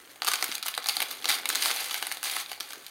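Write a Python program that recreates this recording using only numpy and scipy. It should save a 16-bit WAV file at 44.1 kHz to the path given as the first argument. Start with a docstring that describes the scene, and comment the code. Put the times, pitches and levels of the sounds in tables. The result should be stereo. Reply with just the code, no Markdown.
"""Sharp snaps over a bed of fine crinkles: dry flakes are shaken out of a crinkly plastic bag.
They patter into a thin plastic tray on a kitchen scale and make it ring; the hand gives a few soft bumps.
Snaps, crinkles and flakes are bursts of noise in five ranges; the tray is a set of decaying sines, the bumps
are filtered pushes, and the shifting load and the floor are shaped noise.
Heard from close by through two microphone ports in a small, quiet room."""
import sys
import numpy as np
from scipy import signal
from scipy.fft import rfft, irfft
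from scipy.io import wavfile
from scipy.ndimage import uniform_filter1d

SR = 44100
rng = np.random.default_rng(int(sys.argv[2]) if len(sys.argv) > 2 else 0)


def wav_record(signal):
    """Record a signal, one row per channel, as 16-bit PCM in the file named by sys.argv[1]."""
    frames = np.transpose(np.atleast_2d(signal))
    bounded = np.clip(frames, -1, 1)
    # unit amplitude maps onto the largest positive 16-bit level
    quanta = np.round(bounded * 32767).astype(np.int16)
    wavfile.write(sys.argv[1], SR, quanta)


N = 127890
T = np.arange(N) / SR


def from_db(db):
    """Decibels to amplitude gain."""
    return 10 ** (np.asarray(db) / 20)


def rms_one(x):
    """Scale to an rms of one."""
    return x / np.sqrt(np.mean(x ** 2) + 1e-20)


def at_hz(points, hz):
    """Read a table on a log-frequency axis."""
    f, v = np.transpose(points)
    return np.interp(np.log(np.maximum(hz, 1)), np.log(f), v)


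def level_curve(points):
    """Level in dB at every sample, straight lines between the points."""
    return np.interp(T, *np.transpose(points))


def bins(size):
    """Frequencies of a spectrum of this many samples, kept above zero."""
    return np.maximum(np.arange(size // 2 + 1) * SR / size, 1)


def causal(gain):
    """Minimum-phase response with these gains: the energy comes as early as it can."""
    cepstrum = irfft(np.log(gain + 1e-6))
    half = len(cepstrum) // 2
    cepstrum[1:half] *= 2
    cepstrum[half + 1:] = 0
    return np.exp(rfft(cepstrum))


def through(x, response):
    """Convolve and keep the length."""
    return signal.fftconvolve(np.atleast_2d(x), response, axes=-1)[:, :N]


def add(out, s, sound):
    """Mix a sound in at a time in seconds."""
    i = max(int(s * SR), 0)
    part = out[:, i:i + sound.shape[-1]]
    part += sound[..., :part.shape[-1]]


# the five ranges of a crack, low to high: low_edge_hz, high_edge_hz, decay_s (time constant), snap_gain_db
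CRACK_RANGES = [(53, 998, 0.00095, -1), (936, 1794, .0012, 0), (1730, 2980, 0.00063, -.5),
                (3050, 6560, 0.00095, -0.5), (5560, 15600, 0.0015, -0.5)]
# colour of a crack, before each range is set to its level: freq_hz, gain_db
CRACK_TINT = [(70, -28), (200, -21.5), (280, -11), (580, -8), (770, 3), (1000, -0.5), (1350, 3),
              (1850, -1.5), (2200, 4), (2900, 0.5), (3900, 4.5), (4700, 5), (5500, -6), (7500, -7),
              (10000, -0.5), (15500, -3)]
# how unlike the two ports hear a crack, one share per range, low to high: unlike_share
RANGE_UNLIKE = (0.44, 0.64, 0.55, 0.71, 0.94)
PORT_LAG_S = 0.00005  # the left port hears later
RISE_S, FLUTTER_S = 0.00012, 0.0068  # onset of the small slips; decay time constant of the flutter
FIRST_SLIP_DB = 13.5  # height of the first slip against the noise
CRACK_S = 0.003  # a level is the rms of a crack's energy spread over this time
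CRACK_GRIT = 0.85  # unevenness of the tiny slips: 0 smooth, 1 spiky


def cracks(levels_db, flutter_db, size=1024):
    """One stereo crack per row of range levels: a first sharp slip, a run of smaller ones, a faint flutter."""
    count = len(levels_db)
    t, hz, out = np.arange(size) / SR, bins(size), 0
    # three noises per range: one that both ports share, then one for each port alone
    noise = rng.standard_normal((count, len(CRACK_RANGES), 3, size))
    noise *= np.abs(rng.standard_normal((count, 1, 1, size))) ** CRACK_GRIT
    own_colour = facets(count, hz)
    rise = 1 - np.exp(-(t / RISE_S) ** 2)
    flutter = from_db(flutter_db) * np.exp(-t / FLUTTER_S)
    for k, (low, high, decay_s, _) in enumerate(CRACK_RANGES):
        slips = noise[:, k] * rise * (np.exp(-t / decay_s) + flutter)
        slips[:, 0, int(RISE_S * SR)] += from_db(FIRST_SLIP_DB)
        burst = rfft(slips) * own_colour
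        unlike = RANGE_UNLIKE[k]
        pair = np.sqrt(1 - unlike ** 2) * burst[:, :1] + unlike * burst[:, 1:]
        pair[:, 0] *= np.exp(-2j * np.pi * hz * PORT_LAG_S)
        band = ((1 + (low / hz) ** 12) * (1 + (hz / high) ** 12)) ** -0.5
        wave = irfft(pair * causal(band * from_db(at_hz(CRACK_TINT, hz))))
        energy = np.mean(np.sum(wave ** 2, axis=2), axis=1)
        level = np.sqrt(energy / (CRACK_S * SR))
        out = out + wave * (from_db(levels_db[:, k]) / level)[:, None, None]
    return out


FACET_LOW_HZ, FACET_HIGH_HZ = 1277, 13800  # span of the pitches that a crease or flake has of its own
FACET_Q, FACET_DB = 9.6, 2


def facets(number, hz, count=4):
    """Short resonances at random pitches, a new set for each crack."""
    own_hz = FACET_LOW_HZ * (FACET_HIGH_HZ / FACET_LOW_HZ) ** rng.random((number, count, 1))
    resonances = 1 / (1 + 1j * FACET_Q * (hz / own_hz - own_hz / hz))
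    return 1 + from_db(FACET_DB) * np.sum(resonances, axis=1, keepdims=True)


# the film buckles or a flake hits hard: start_s, five level_db (range by range, low to high, before
# snap_gain_db), left_minus_right_db
SNAP_EVENTS = [(0.1592, -52, -55, -48, -50, -48, -1), (0.22, -33.5, -29, -29, -22, -34, -2),
               (0.2323, -46, -41, -41, -31, -38, -2), (0.247, -45, -31.5, -31, -35, -27, 7.5),
               (0.2649, -50, -42, -44.5, -28.5, -36, -8), (0.2705, -36, -30.5, -40, -22.0, -27, -5),
               (0.2767, -38, -28.5, -28, -25, -23, 1), (0.281, -34.5, -25, -28.5, -23, -24, -2),
               (0.2852, -35, -27, -31, -20, -23, 5.5), (0.316, -40, -25.5, -27.5, -21.5, -24.5, 1),
               (0.3356, -43, -29, -31, -21, -21.5, -2), (0.339, -35.0, -28, -26, -28, -25, -1),
               (0.3563, -50, -34, -37, -26.5, -31, -1), (0.4108, -49, -38, -45, -33, -35, -3),
               (0.4254, -32, -24.5, -26.5, -21.5, -23.5, -0.5), (0.4418, -33.5, -31, -30, -26, -19, -1),
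               (0.516, -43, -38, -33.0, -27.5, -38, 0.5), (0.5229, -56, -38.5, -31, -30, -34, -2),
               (0.5494, -60, -39.5, -43, -33.5, -31, 6), (0.5531, -48, -47, -47, -26.5, -25, 0.5),
               (0.5808, -61, -47, -36.5, -39, -35.0, 2), (0.6273, -51, -37.5, -38.5, -25.5, -29.5, 1.5),
               (0.6597, -37, -34.5, -41, -31.5, -32, -1.5), (0.664, -48, -34, -31.5, -44, -27, 2),
               (0.683, -49, -30.5, -31.5, -25.5, -23, 0), (0.7406, -57.5, -48, -31, -30, -39, 2),
               (0.7497, -53, -51, -50, -31, -33.5, -4), (0.7773, -29.5, -24.5, -31, -24, -27.5, 1.5),
               (0.8428, -54.5, -42.5, -42, -33, -35, -4), (0.8595, -37.5, -36, -38, -25.5, -32.5, 1),
               (0.8689, -60, -44, -40.5, -34, -26, 0), (0.8866, -38, -32, -28.5, -18, -20, -2.5),
               (0.8935, -55.0, -33, -31, -22.5, -25, 0.5), (0.8961, -40, -32.5, -31, -26, -31, 5),
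               (0.9675, -34, -33.5, -35.5, -21, -25.5, -2.5), (1.0004, -45, -33.0, -38, -37, -39, 1),
               (1.0037, -35.5, -37, -23.5, -27, -24.5, 0.5), (1.019, -30.5, -31.0, -24, -22, -25, 1.5),
               (1.0252, -33, -41, -25, -26.5, -23, 0), (1.1108, -51, -39, -36.5, -28.5, -29.5, -2),
               (1.2439, -54, -32, -28, -26, -31.5, 1), (1.2557, -33, -31.5, -38, -19.5, -29, 2),
               (1.2798, -51, -46.0, -47, -26, -35, -4), (1.2876, -40.0, -32.5, -27, -28.0, -25, 1),
               (1.2908, -42, -37, -24.5, -24.5, -21.5, -1), (1.2955, -32.5, -28.5, -22, -19.5, -23, 2),
               (1.3028, -48, -27, -24.5, -19.5, -27, -4), (1.3149, -53, -33, -31.5, -22.5, -37, 5),
               (1.3241, -38, -34, -36.5, -23, -36, 0), (1.3427, -48, -49, -41, -24.0, -29, 2),
               (1.4559, -36, -32.5, -24, -24.5, -25.5, 1), (1.4899, -42.5, -33, -37, -27, -19, 1.5),
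               (1.5007, -42, -27, -29, -21.5, -28, -2), (1.5503, -48, -32.5, -33, -25, -26.0, -3),
               (1.555, -49.0, -29.5, -32.0, -19.5, -22, 5.5), (1.6241, -48.5, -55, -47, -19.5, -32, 0),
               (1.6583, -34, -29.5, -39, -21.5, -29, 1), (1.7044, -35.5, -25.5, -31, -31, -30, -3),
               (1.7128, -37.0, -37, -27, -22, -31, 0), (1.9106, -54, -33.5, -28, -29, -31.0, 0),
               (1.9431, -46, -35, -27.5, -28, -26.5, -2), (2.0257, -31.5, -31.5, -28.5, -24.5, -25, 1),
               (2.0687, -41, -35.5, -30, -32, -26.0, 4), (2.1153, -36, -40, -27, -29.5, -30, -1),
               (2.1226, -58, -41, -32, -30.0, -27.5, 1), (2.171, -41.5, -60, -45, -31, -38, 2),
               (2.2298, -55, -32, -34, -31.5, -29, 2.5), (2.3658, -33, -32, -26.5, -36, -27.5, 0.5),
               (2.516, -37.5, -38, -35.5, -31.5, -32.5, -1.5), (2.6019, -45, -45, -40, -35.5, -32.5, -2),
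               (2.6063, -40.5, -37, -36, -24.5, -31, 1.5), (2.706, -46.0, -42, -46.0, -37, -41, 1),
               (2.7327, -50, -38, -51, -35.5, -34.5, 3), (2.8652, -69, -69, -45, -36, -37, 3.5)]


def bag_snaps():
    """The loud single cracks of buckling film and hard-hitting flakes, each leaning to its own side."""
    rows, out = np.array(SNAP_EVENTS), np.zeros((2, N))
    levels_db = rows[:, 1:-1] + np.array(CRACK_RANGES)[:, -1]
    for (s, *_, pan_db), wave in zip(rows, cracks(levels_db, flutter_db=-14)):
        add(out, s - RISE_S, wave * from_db([[pan_db / 2], [-pan_db / 2]]))
    return out


RATE_FOLLOWS = 0.4  # share of a crackle's level swing in dB that its rate follows


def crackle(curve, per_s, spread_db, ranges_db, colour_spread_db, flutter_db, count=80):
    """Tiny cracks of uneven size and colour under a level curve: they come faster when it is louder."""
    colours_db = np.array(ranges_db) + colour_spread_db * rng.standard_normal((count, len(CRACK_RANGES)))
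    shapes = cracks(colours_db, flutter_db)
    shapes /= np.sqrt(np.mean(np.sum(shapes ** 2, axis=-1)))
    level_db = level_curve(curve)
    rate = per_s * from_db(RATE_FOLLOWS * (level_db - level_db.mean()))
    sizes = from_db(spread_db * np.minimum(rng.exponential(1, N), 4))
    clicks = (rng.random(N) < rate / SR) * sizes
    # even out the power over 50 ms, so that the curve sets the level
    clicks /= np.sqrt(np.abs(uniform_filter1d(clicks ** 2, size=2205)) + 1e-6)
    clicks *= from_db(level_db) * rng.choice([-1, 1], N)
    dealt, out = rng.integers(0, count, N), np.zeros((2, N))
    for i in np.flatnonzero(clicks):
        add(out, i / SR, clicks[i] * shapes[dealt[i]])
    return out


# fine crinkling as the bag is shaken: time_s, level_db
CRINKLE_LEVEL = [(0, -49.5), (.04, -60.5), (.11, -50), (.21, -63.5), (.28, -33), (.36, -38.5), (.47, -38),
                 (.55, -40), (.61, -53.5), (.67, -34.5), (.73, -45.5), (.83, -47), (.90, -32.5),
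                 (.94, -36.5), (1.02, -38), (1.08, -43.5), (1.115, -34), (1.15, -44), (1.23, -46),
                 (1.31, -25.5), (1.37, -34), (1.44, -49.5), (1.50, -33), (1.54, -34), (1.60, -31.5),
                 (1.66, -23.5), (1.74, -32.5), (1.82, -30.5), (1.90, -38), (1.96, -33.5), (2.01, -39),
                 (2.12, -40.5), (2.22, -50.5), (2.24, -29), (2.33, -32.5), (2.41, -33), (2.45, -48),
                 (2.53, -40), (2.59, -61), (2.63, -42), (2.67, -48), (2.71, -43), (2.78, -51), (2.9, -50.5)]
# balance of a crinkle over the five ranges, low to high: level_db
CRINKLE_BALANCE = (-16, -14, -7, -2, -3)


def bag_crinkle():
    """Many small creases of the shaken film give way in a dense bed of tiny cracks."""
    return crackle(CRINKLE_LEVEL, per_s=1200, spread_db=3.5, ranges_db=CRINKLE_BALANCE,
                   colour_spread_db=3.5, flutter_db=-12)


# flakes landing in the tray: time_s, level_db
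FLAKE_LEVEL = [(0, -58.5), (.2, -64), (.35, -43.5), (.6, -48.5), (1.05, -48), (1.2, -51), (1.35, -38),
               (1.45, -44.5), (1.7, -40), (1.95, -40.5), (2.2, -61.5), (2.38, -48.5), (2.55, -51.5),
               (2.9, -55.5)]
# balance of a flake's tick over the five ranges, low to high: level_db
FLAKE_BALANCE = (-10.5, -7.5, -4, -0.5, -8)


def flake_patter():
    """Flakes strike the tray in sparser ticks, more varied in size and colour than the crinkles."""
    return crackle(FLAKE_LEVEL, per_s=240, spread_db=4.5, ranges_db=FLAKE_BALANCE,
                   colour_spread_db=7.5, flutter_db=-20)


# modes of the thin plastic tray: pitch_hz, level_db, t60_s
TRAY_MODES = [(482, -50, .16), (750, -55, .07), (840, -57, .08), (1190, -57, .07), (1315, -56, .1),
              (1655, -53, .06), (2120, -54, .04), (3215, -56, .06), (3445, -54, .06)]


def tray(x):
    """The thin walls ring briefly with every tick: each mode is a dying sine, its phase new at each port."""
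    t = T[:SR // 4]
    rings = 0
    for hz, db, t60 in TRAY_MODES:
        sine = np.sin(2 * np.pi * (hz * t + rng.random((2, 1)) / 2))
        rings = rings + from_db(db - 60 * t / t60) * sine
    return through(x, rings)


# soft bumps of hand and bag: start_s, peak_db, pitch_hz, width_octaves
BUMP_EVENTS = [(.282, -38.5, 472, 0.17), (.430, -39.5, 423, 0.36), (.491, -37, 290, 0.68),
               (.887, -51.5, 130, 1.1), (1.410, -43, 335, 0.84), (1.498, -42, 347, 0.45),
               (1.566, -39, 350, 0.58), (2.772, -44.5, 335, 0.51)]
BUMP_S = 0.00078  # length of the push


def bumps(size=4096):
    """Dull, quickly damped knocks: a short push through one broad resonance."""
    out, t = np.zeros((2, N)), T[:size]
    push = np.sin(np.pi * np.minimum(t / BUMP_S, 1))
    for s, db, hz, octaves in BUMP_EVENTS:
        resonance = 1 / (1 + (np.log2(bins(size) / hz) / octaves) ** 4)
        wave = irfft(rfft(push) * causal(resonance))
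        add(out, s - BUMP_S, from_db(db) * wave / np.abs(wave).max())
    return out


ROOM_LIKENESS_HZ = 645  # above this the two ports hear mostly unrelated noise


def stereo_noise(size):
    """Spectra of diffuse noise: alike at both ports in the bass, unrelated in the treble."""
    mid, side = rfft(rng.standard_normal((2, size)))
    alike = 1 / (1 + (bins(size) / ROOM_LIKENESS_HZ) ** 2)
    return np.sqrt(1 + alike) * mid + np.sqrt(1 - alike) * side * [[1], [-1]]


# dull rustle of the load shifting in the bag: time_s, level_db
LOAD_LEVEL = [(0, -60), (.7, -72), (1.1, -56), (1.22, -57.5), (1.55, -51.5), (1.75, -61.5), (2.1, -61.5),
              (2.6, -68), (2.8, -57), (2.9, -79)]
# its colour: freq_hz, relative_db
LOAD_COLOUR = [(60, -47), (150, -24.5), (220, -9), (280, 2.5), (370, 0.5), (600, 0), (1500, -33),
               (5000, -58)]


def shifting_load():
    """The flakes slide as a mass against the palm: dull noise under a level curve."""
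    rustle = rms_one(irfft(stereo_noise(N) * from_db(at_hz(LOAD_COLOUR, bins(N)))))
    return rustle * from_db(level_curve(LOAD_LEVEL))


# reverberation time of the small room: freq_hz, t60_s
ROOM_DECAY = [(200, 0.6), (1000, 0.5), (4000, 0.35), (9000, 0.12), (16000, 0.3)]
# share of the reverberation: freq_hz, level_db
ROOM_SHARE = [(200, -6), (1000, -3), (4000, -6.5), (9000, -12.5), (16000, -8.5)]
ROOM_BUILD_S = 0.00063


def room(x, size=22050):
    """A dense noise tail that builds within milliseconds and dies at its own pace in each band."""
    t, hz, noise, tail = T[:size], bins(size), stereo_noise(size), 0
    centres = np.array(ROOM_DECAY)[:, 0]
    for (_, t60), weights in zip(ROOM_DECAY, np.eye(len(centres))):
        shape = (1 - np.exp(-(t / ROOM_BUILD_S) ** 2)) * from_db(-60 * t / t60)
        band = at_hz(np.c_[centres, weights], hz) * from_db(at_hz(ROOM_SHARE, hz))
        tail = tail + irfft(noise * band) * shape / np.sqrt(2 * np.sum(shape ** 2))
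    return through(x, tail)


# colour of the quiet room: freq_hz, relative_db (per Hz)
FLOOR_COLOUR = [(25, -12), (45, -12), (75, -6), (130, -2), (190, -5), (300, -8), (600, -1.5), (1500, 5.5),
                (5000, -11), (16000, -5.5)]
FLOOR_DB = -52.5
FLOOR_UNLIKE = 2.6  # noise that each port has alone, against the diffuse noise


def floor():
    """Faint steady room noise, mostly separate at each port."""
    noise = stereo_noise(N) + FLOOR_UNLIKE * rfft(rng.standard_normal((2, N)))
    return from_db(FLOOR_DB) * rms_one(irfft(noise * from_db(at_hz(FLOOR_COLOUR, bins(N)))))


BAG_INTO_TRAY_DB = -2  # share of the bag's sound that shakes the tray


def scene():
    """Bag, flakes and tray close by, in the small room."""
    crinkle = bag_crinkle()
    flakes = flake_patter()
    bag = bag_snaps() + crinkle
    near = bag + flakes + bumps()
    ringing = tray(flakes + from_db(BAG_INTO_TRAY_DB) * bag)
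    return near + room(near) + ringing + shifting_load() + floor()


# resonances of the two microphone ports: freq_hz, width_octaves, left_db, right_db
PORT_RESONANCES = [(930, 0.1, -7, 0.5), (1480, 0.19, 0.5, -2.5), (2877, 0.013, 4.5, -15.5),
                   (3600, 0.011, 1, -4), (6560, 0.12, 4.5, 5), (8770, 0.096, 8, 0), (12100, 0.019, -3, 4.5),
                   (11930, 0.023, 1, -1)]
PEAK_TOP, CUTOFF_HZ = 0.85, 15900  # full-scale ceiling of the rounded peaks; top of the treble


def record(dry, size=2048):
    """Each port adds its own resonances; the highest peaks are rounded and the top is cut."""
    hz, colour_db = bins(size), 0
    for f, width, *sides_db in PORT_RESONANCES:
        bell = np.exp(-0.5 * (np.log2(hz / f) / width) ** 2)
        colour_db = colour_db + np.outer(sides_db, bell)
    ports = np.array([irfft(causal(from_db(side_db))) for side_db in colour_db])
    heard = through(dry, ports)
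    heard = heard / (1 + (heard / PEAK_TOP) ** 4) ** 0.25
    return irfft(rfft(heard) / (1 + (bins(N) / CUTOFF_HZ) ** 120))


dry = scene()
out = record(dry)
wav_record(out)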